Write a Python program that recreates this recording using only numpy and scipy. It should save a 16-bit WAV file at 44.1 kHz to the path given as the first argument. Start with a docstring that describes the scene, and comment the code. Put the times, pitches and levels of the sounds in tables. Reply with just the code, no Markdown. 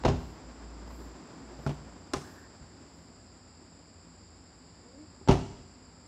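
"""Car doors in a covered lot

A car's front door is shut; the rear door is unlatched, swings against its stop and is slammed.
Each slam is the same quick run of blows (seal, latch, frame), stretched when the door moves slower.
Blows ring dying sines in the metal, crack noise in the trim and latch, and stir a diffuse echo of the hall.
The hinge rubs with band noise and groans with two climbing partials.
Behind them are a sine hum that comes and goes, the noise wash of the hall, faint high noise and a thin hiss."""
import sys
import numpy as np
from scipy import signal
from scipy.fft import rfft, irfft, next_fast_len
from scipy.io import wavfile
from scipy.ndimage import uniform_filter1d

SR = 44100
rng = np.random.default_rng(int(sys.argv[2]) if len(sys.argv) > 2 else 0)


def store_wav(level_fs):
    """Save 16-bit WAV to argv[1]."""
    pcm = np.round(np.clip(np.atleast_2d(level_fs), -1, 1) * 32767)
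    wavfile.write(sys.argv[1], SR, pcm.T.astype(np.int16))


N = 267687
TIME = np.arange(N) / SR  # s

# front door, then rear door: (latch catches at t/s, time stretch, push trim/dB, clatter trim/dB, click trim/dB)
SLAMS = [(.0492, 1.25, -2.5, -1.5, -2.5), (5.2858, 1.0, 0.5, 0.2, 1)]


def amp(db):
    """Decibels to gain."""
    return 10 ** (np.asarray(db) / 20)


def evened(x):
    """Scales to rms 1."""
    return x / np.sqrt(np.mean(x ** 2) + 1e-20)


def read(points, hz):
    """Reads a table of (f/Hz, value) along a log-frequency axis."""
    f, value = np.transpose(points)
    return np.interp(np.log(hz + 1), np.log(f + 1), value)


def add(mix, s, sound):
    """Mixes a sound in at s seconds."""
    part = mix[max(round(s * SR), 0):][:len(sound)]
    part += sound[:len(part)]


def noise(gain):
    """Noise of rms 1 whose spectrum is the function gain(Hz)."""
    size = next_fast_len(N)
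    spectrum = rfft(rng.standard_normal(size))
    shaped = spectrum * gain(np.fft.rfftfreq(size, 1 / SR))
    return evened(irfft(shaped, size)[:N])


def drift(width_hz):
    """Random wander of rms 1, its speed set by the width of its low-pass."""
    return noise(lambda f: np.exp(-(f / width_hz) ** 2))


def swells(rows, rise_s, fall_s):
    """Gain of sounds that ease in, hold and ease out; rows are (start/s, length/s, level/dB)."""
    def ease(u):
        return np.sin(np.pi / 2 * np.clip(u, 0, 1)) ** 2
    return sum(amp(db) * ease((TIME - s) / rise_s) * ease((s + length - TIME) / fall_s)
               for s, length, db in rows)


def wash():
    """Steady noise wash of the hall with a slight flutter in level."""
    # colour of the wash ahead of its treble roll-off: (f/Hz, level/dB)
    wash_colour = [(15, -42), (25, -35), (35, -16), (54, -4), (106, 3.5), (128, -10), (257, -4), (475, -13),
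                   (1030, -16.5), (3260, -26), (5010, -12), (6200, -37), (7480, -26), (8550, -43),
                   (15000, -62)]
    rumble = noise(lambda f: amp(read(wash_colour, f)) / (1 + (f / 3800) ** 6))
    return amp(-57.5) * rumble * amp(0.26 * drift(20))


def side_noise():
    """Brighter noise along the car's side; it sinks as the listener steps behind the open door."""
    # colour of the side noise: (f/Hz, level/dB)
    side_colour = [(40, -47), (90, -6), (270, 3), (500, -6.5), (1000, -8), (1800, -16.5), (3000, -24.5),
                   (6000, -26.5), (9000, -46.5), (14000, -54)]
    start_s, takes_s, drop_db = 1.61, 2.05, -11
    screened = np.clip((TIME - start_s) / takes_s, 0, 1)
    level = amp(-50.5 + drop_db * screened + 1.4 * drift(34))
    return level * noise(lambda f: amp(read(side_colour, f)))


def hum():
    """A low sine with wandering phase; swells rise over a quiet floor."""
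    # swells of the hum: (start/s, length/s, level/dB)
    hum_swells = [(-.05, .45, -44.5), (.4, 0.19, -43), (.53, 0.696, -47.5), (1.37, 0.69, -55.5)]
    tone = evened(np.sin(2 * np.pi * 57.5 * TIME + 0.5 * drift(4.8)))
    return (amp(-66) + swells(hum_swells, rise_s=0.11, fall_s=0.2)) * tone


def drone():
    """Machinery far off: very narrow bands of low noise."""
    # bands of the machinery: (f/Hz, level/dB)
    drone_bands = [(84, -66), (167, -66.5), (255, -67.5)]
    return sum(amp(db) * noise(lambda f: np.exp(-((f - hz) / 7) ** 2)) for hz, db in drone_bands)


def hiss():
    """A thin, high hiss: bell-shaped bands of noise."""
    # bands of the hiss: (f/Hz, spread/Hz, level/dB)
    hiss_bands = [(4920, 372, -65), (7390, 333, -64.5), (9430, 280, -86)]
    return sum(amp(db) * noise(lambda f: np.exp(-.5 * ((f - hz) / spread) ** 2))
               for hz, spread, db in hiss_bands)


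def high_noise():
    """Faint noise around 12 kHz that swells and fades over a lower floor."""
    # the swells: (start/s, length/s, level/dB)
    high_noise_swells = [(.09, .33, -77), (.83, 0.33, -73), (1.55, .27, -76), (2.1, 0.39, -74),
                         (2.86, .27, -89)]
    treble = noise(lambda f: np.exp(-((f - 12000) / 3500) ** 2))
    return (amp(-95) + swells(high_noise_swells, rise_s=0.13, fall_s=0.16)) * treble


def background():
    """Everything that sounds behind the doors."""
    return wash() + side_noise() + hum() + drone() + hiss() + high_noise()


def colour(x, spectrum, size=4096):
    """Minimum-phase filter with the given spectrum, so that attacks stay sharp."""
    log_gain = np.log(amp(read(spectrum, abs(np.fft.fftfreq(size, 1 / SR)))))
    taps = np.fft.ifft(np.exp(np.conj(signal.hilbert(log_gain)))).real
    return signal.oaconvolve(x, taps[:size // 2])[:N]


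def ring(force, modes):
    """Dying sines set off by a force; the rubber seal and trim choke their late ring."""
    t = TIME[:SR]
    free = sum(amp(db) * np.exp(-np.log(1000) * t / t60) * np.sin(2 * np.pi * hz * t)
               for hz, db, t60 in modes)
    choke_s = .2
    return signal.oaconvolve(force, free * np.exp(-(t / choke_s) ** 2))[:N]


def burst(decay_s, after_db, after_s, rise_s, size=8192):
    """A grainy crack of noise followed by a weaker, lumpy rattle; energy 1."""
    t = TIME[:size]
    lumps = amp(3.5 * evened(uniform_filter1d(rng.standard_normal(size), size=110)))
    fade = np.exp(-t / decay_s) + amp(after_db) * np.exp(-t / after_s)
    shape = fade * (1 - np.exp(-t / rise_s)) * lumps
    return rng.standard_normal(size) * shape / np.linalg.norm(shape)


def door(blows, modes, rattle_s, click_s, steel_db, bright_hz):
    """Every blow pushes the panel, shakes the trim and clicks the latch."""
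    # colour of the trim's clatter: (f/Hz, level/dB)
    clatter_colour = [(40, -40.5), (150, 1.5), (330, 3.5), (480, -1.5), (780, -1.5), (980, -5.5),
                      (1400, -14), (1900, -18.5), (2800, -17.5), (4300, -23.5), (6500, -28.5),
                      (9000, -46.5), (15000, -59)]
    # colour of the latch's click: (f/Hz, level/dB)
    click_colour = [(200, -34), (1200, 2.5), (3000, -12), (5500, -5), (7000, -10), (9500, -16.5),
                    (11000, -28.5), (16000, -37)]
    # ring of the latch's steel: (f/Hz, level/dB, t60/s before the choke)
    latch_modes = [(2760, -21, 0.086), (3030, -36, 0.088), (2850, -21, 0.11), (4430, -18.5, 0.044)]
    push, trim, click, steel = np.zeros((4, N))
    t = TIME[:2048]
    for s, push_db, contact_ms, trim_db, click_db in blows:
        u = t * 1000 / (contact_ms / 2)  # the push peaks at half the contact time
        pulse = u * np.exp(-u)  # a longer contact reaches only the low modes
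        add(push, s, amp(push_db) * pulse / pulse.sum())
        add(trim, s, amp(trim_db) * burst(decay_s=rattle_s, after_db=-11, after_s=0.045, rise_s=0.0005))
        add(click, s, amp(click_db) * burst(decay_s=click_s, after_db=-19.5, after_s=0.043, rise_s=0.00073))
        add(steel, s, amp([click_db]))  # a single-sample tap
    panel = ring(push, modes) + amp(25) * colour(trim, clatter_colour)
    latch = amp(13) * colour(click, click_colour) + amp(steel_db) * ring(steel, latch_modes)
    # the door's edge shades the latch's treble
    shade = signal.butter(2, min(bright_hz, 20000), fs=SR, output="sos")
    return panel + signal.sosfilt(shade, latch)


def shut(s, stretch, push_db, trim_db, click_db):
    """The blows of one slam: the shared stages at this door's pace and strength."""
    # seal touches, latch catches, rides over the striker, door seats, latch snaps home, frame takes the load,
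    # door rocks back: (t/s from the catch, unstretched, push/dB, contact/ms, trim clatter/dB, latch click/dB)
    stages = [(-.0105, -23.5, 0.71, -18, -46), (0, -11, 0.17, -4, -19), (.0032, -7.5, 0.36, -5.5, -23),
              (.0082, 0.5, 0.71, -28, -34), (0.0243, -15.5, 0.22, -9.5, -14.5), (.032, -5.5, 1, -15.5, -26),
              (0.0379, -10, 5.8, -14.5, -28)]
    return [(s + stretch * after_s, push + push_db, contact_ms, trim + trim_db, click + click_db)
            for after_s, push, contact_ms, trim, click in stages]


def front_slam():
    """The front door shuts at a slower pace, its latch well shaded."""
    # ring of the front door and the cabin behind it: (f/Hz, level/dB, t60/s before the choke)
    front_modes = [(51, -22, 0.62), (71.3, -25, 0.45), (92.4, -22, 0.41), (130.2, -20.5, 0.31),
                   (163, -28, 0.42), (247.4, -24, 0.7), (290, -25.5, 0.12), (329, -19.5, 0.15),
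                   (401, -20, 0.31), (523, -23, 0.12), (670, -13.5, 0.047), (770, -24, 0.09),
                   (853, -30, 0.13), (1070, -31, .1)]
    return door(shut(*SLAMS[0]), front_modes, rattle_s=0.0056, click_s=0.014, steel_db=-17, bright_hz=7040)


def hall(x):
    """A diffuse tail that builds up briefly, each band dying at its own speed."""
    # decay of the hall: (f/Hz, t60/s)
    hall_decay = [(50, 0.93), (150, 0.66), (400, 0.7), (1000, 0.78), (2500, 1), (6000, 0.82), (14000, 0.41)]
    # colour of the echo: (f/Hz, level/dB)
    echo_colour = [(40, -18), (120, -8.5), (300, -11.5), (900, -12.5), (2500, -12), (6000, -6.5),
                   (14000, -5)]
    hz, t, z = signal.stft(rng.standard_normal(SR), SR, nperseg=512)
    t60 = read(hall_decay, hz)[:, None]
    even_energy = np.sqrt(2 * np.log(1000) / (t60 * SR))  # long bands get no extra energy
    fade = np.exp(-np.log(1000) * t / t60) * even_energy
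    bands = z * fade * amp(read(echo_colour, hz))[:, None]
    tail = signal.istft(bands, SR, nperseg=512)[1][:SR]
    build_up = 1 - np.exp(-TIME[:SR] / 0.0044)
    return signal.oaconvolve(x, tail * build_up)[:N]


def bumps():
    """Light knocks push the rear panel but hardly shake the trim or the latch."""
    # the knocks: (t/s, push/dB, contact/ms)
    knocks = [(2.163, -22.5, 1.4), (2.61, -22, 5.6), (2.809, -39, 4.2), (5.605, -28.5, 3.5)]
    trim_db, click_db = -52, -64
    return [(s, db, contact_ms, trim_db, click_db) for s, db, contact_ms in knocks]


def rear_opening():
    """The rear latch lets go; these blows, and light knocks then and later, all ring with the free door's modes."""
    # the handle is pulled, the latch lets go and the seal peels off:
    # (t/s, push/dB, contact/ms, trim clatter/dB, latch click/dB)
    opening_blows = [(1.588, -33, 0.87, -33, -62), (1.6645, -13, 0.16, -21.5, -25),
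                     (1.6732, -22, 0.8, -22.5, -26), (1.6925, -21, 1.26, -19, -29)]
    # ring of the free rear door: (f/Hz, level/dB, t60/s before the choke)
    free_modes = [(64.5, -33, 0.4), (84.8, -23, 0.66), (147, -10.5, 0.25), (214, -20, 0.12),
                  (255.5, -16, 0.21), (382, -14.5, 0.088), (654, -23.5, 0.13), (838, -18, 0.062),
                  (1120, -23, 0.042), (1370, -11.5, 0.022), (1610, -49, 0.088)]
    return door(opening_blows + bumps(), free_modes,
                rattle_s=0.014, click_s=0.0017, steel_db=-27, bright_hz=15000)


def hinge_stop():
    """The door hits its hinge stop, and later knocks softly as it swings shut."""
    # blows on the stop: (t/s, push/dB, contact/ms, trim clatter/dB, latch click/dB)
    stop_blows = [(2.135, -22, 0.023, -19, -8), (2.1383, -14, 0.22, -19, -43),
                  (2.1414, -15, 0.16, -28, -43), (2.1635, -28, 0.21, -25, -35),
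                  (5.213, -26, 0.96, -50, -70)]
    # ring of the stop and its bracket: (f/Hz, level/dB, t60/s before the choke)
    stop_modes = [(256, -27, 0.045), (320, -39, 0.018), (393, -12.5, 0.064), (455, -19, 0.035),
                  (664, -23.5, 0.045), (830, -11, 0.079), (1030, -12.5, 0.043), (1217, -20, 0.076),
                  (1490, -43, .04), (4100, -20, 0.025), (5350, -17, 0.022), (5700, -11, 0.017)]
    return door(stop_blows, stop_modes, rattle_s=0.0036, click_s=0.0026, steel_db=-19, bright_hz=17000)


def hinge():
    """A dry noise rub as the door settles open, and a faint groan that climbs as it swings shut."""
    # the rub: (start/s, length/s, level/dB)
    rub_swell = (2.2, 0.32, -61)
    # how the door carries the groan: (f/Hz, level/dB)
    groan_body = [(230, -16), (270, -11), (300, 2.5), (325, -1), (470, -11.5), (540, -11.5), (630, -18)]
    scrape = noise(lambda f: 1 / (1 + ((f - 1660) / 230) ** 4))
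    rub = swells([rub_swell], rise_s=.07, fall_s=0.081) * amp(2.4 * drift(50)) * scrape

    start_s, length_s, groan_db = 4.82, .27, -45.5
    base_hz, climb_hz = 226.6, 93.7
    since = np.clip(TIME - start_s, 0, length_s)
    hz = base_hz + climb_hz * np.sin(np.pi / 2 * since / length_s) ** 2
    turns = np.cumsum(hz * (1 + 0.014 * drift(63))) / SR  # the pitch trembles
    partials = sum(amp(read(groan_body, k * hz)) * np.sin(2 * np.pi * k * turns) for k in (1, 2))
    groan_gain = swells([(start_s, length_s, groan_db)], rise_s=.06, fall_s=.1)
    return rub + groan_gain * amp(2.2 * drift(60)) * partials


def rear_slam():
    """The rear door is slammed, faster and harder, with a brighter latch."""
    # ring of the shut rear door and the cabin behind it: (f/Hz, level/dB, t60/s before the choke)
    rear_modes = [(63, -21, 0.75), (100.8, -24.5, 1), (137, -22.5, 0.26), (164, -25, 0.2), (195, -24, 0.17),
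                  (237, -18, 0.072), (270, -13.5, 0.091), (308.6, -23, 0.23), (359, -27.5, 0.28),
                  (390, -19, 0.27), (533, -17, 0.085), (660, -35, 0.028), (738, -21, 0.15),
                  (880, -19, 0.049), (930, -13.5, 0.057), (1070, -43, 0.038), (1322, -20.5, 0.15)]
    return door(shut(*SLAMS[1]), rear_modes, rattle_s=0.0037, click_s=0.0017, steel_db=-5.5, bright_hz=11000)


def scene():
    """Both doors in the hall, over the background; the hinge's rub and groan stay dry."""
    front = front_slam()
    opening = rear_opening()
    stop = hinge_stop()
    slam = rear_slam()
    echo = hall(amp(-2.5) * front + amp(-3.0) * (opening + stop) + amp(-1.0) * slam)
    return (front + opening + stop + slam + hinge() + echo + background())[None]


def record(dry):
    """The microphone's bass roll-off, then the band limit."""
    thinned = signal.sosfilt(signal.butter(4, 42, "highpass", fs=SR, output="sos"), dry)
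    band_limit = signal.firwin(511, 15800, window=("kaiser", 9), fs=SR)  # low-pass, cutoff in Hz
    return signal.oaconvolve(thinned, band_limit[None], "same")


dry = scene()
out = record(dry)
store_wav(out)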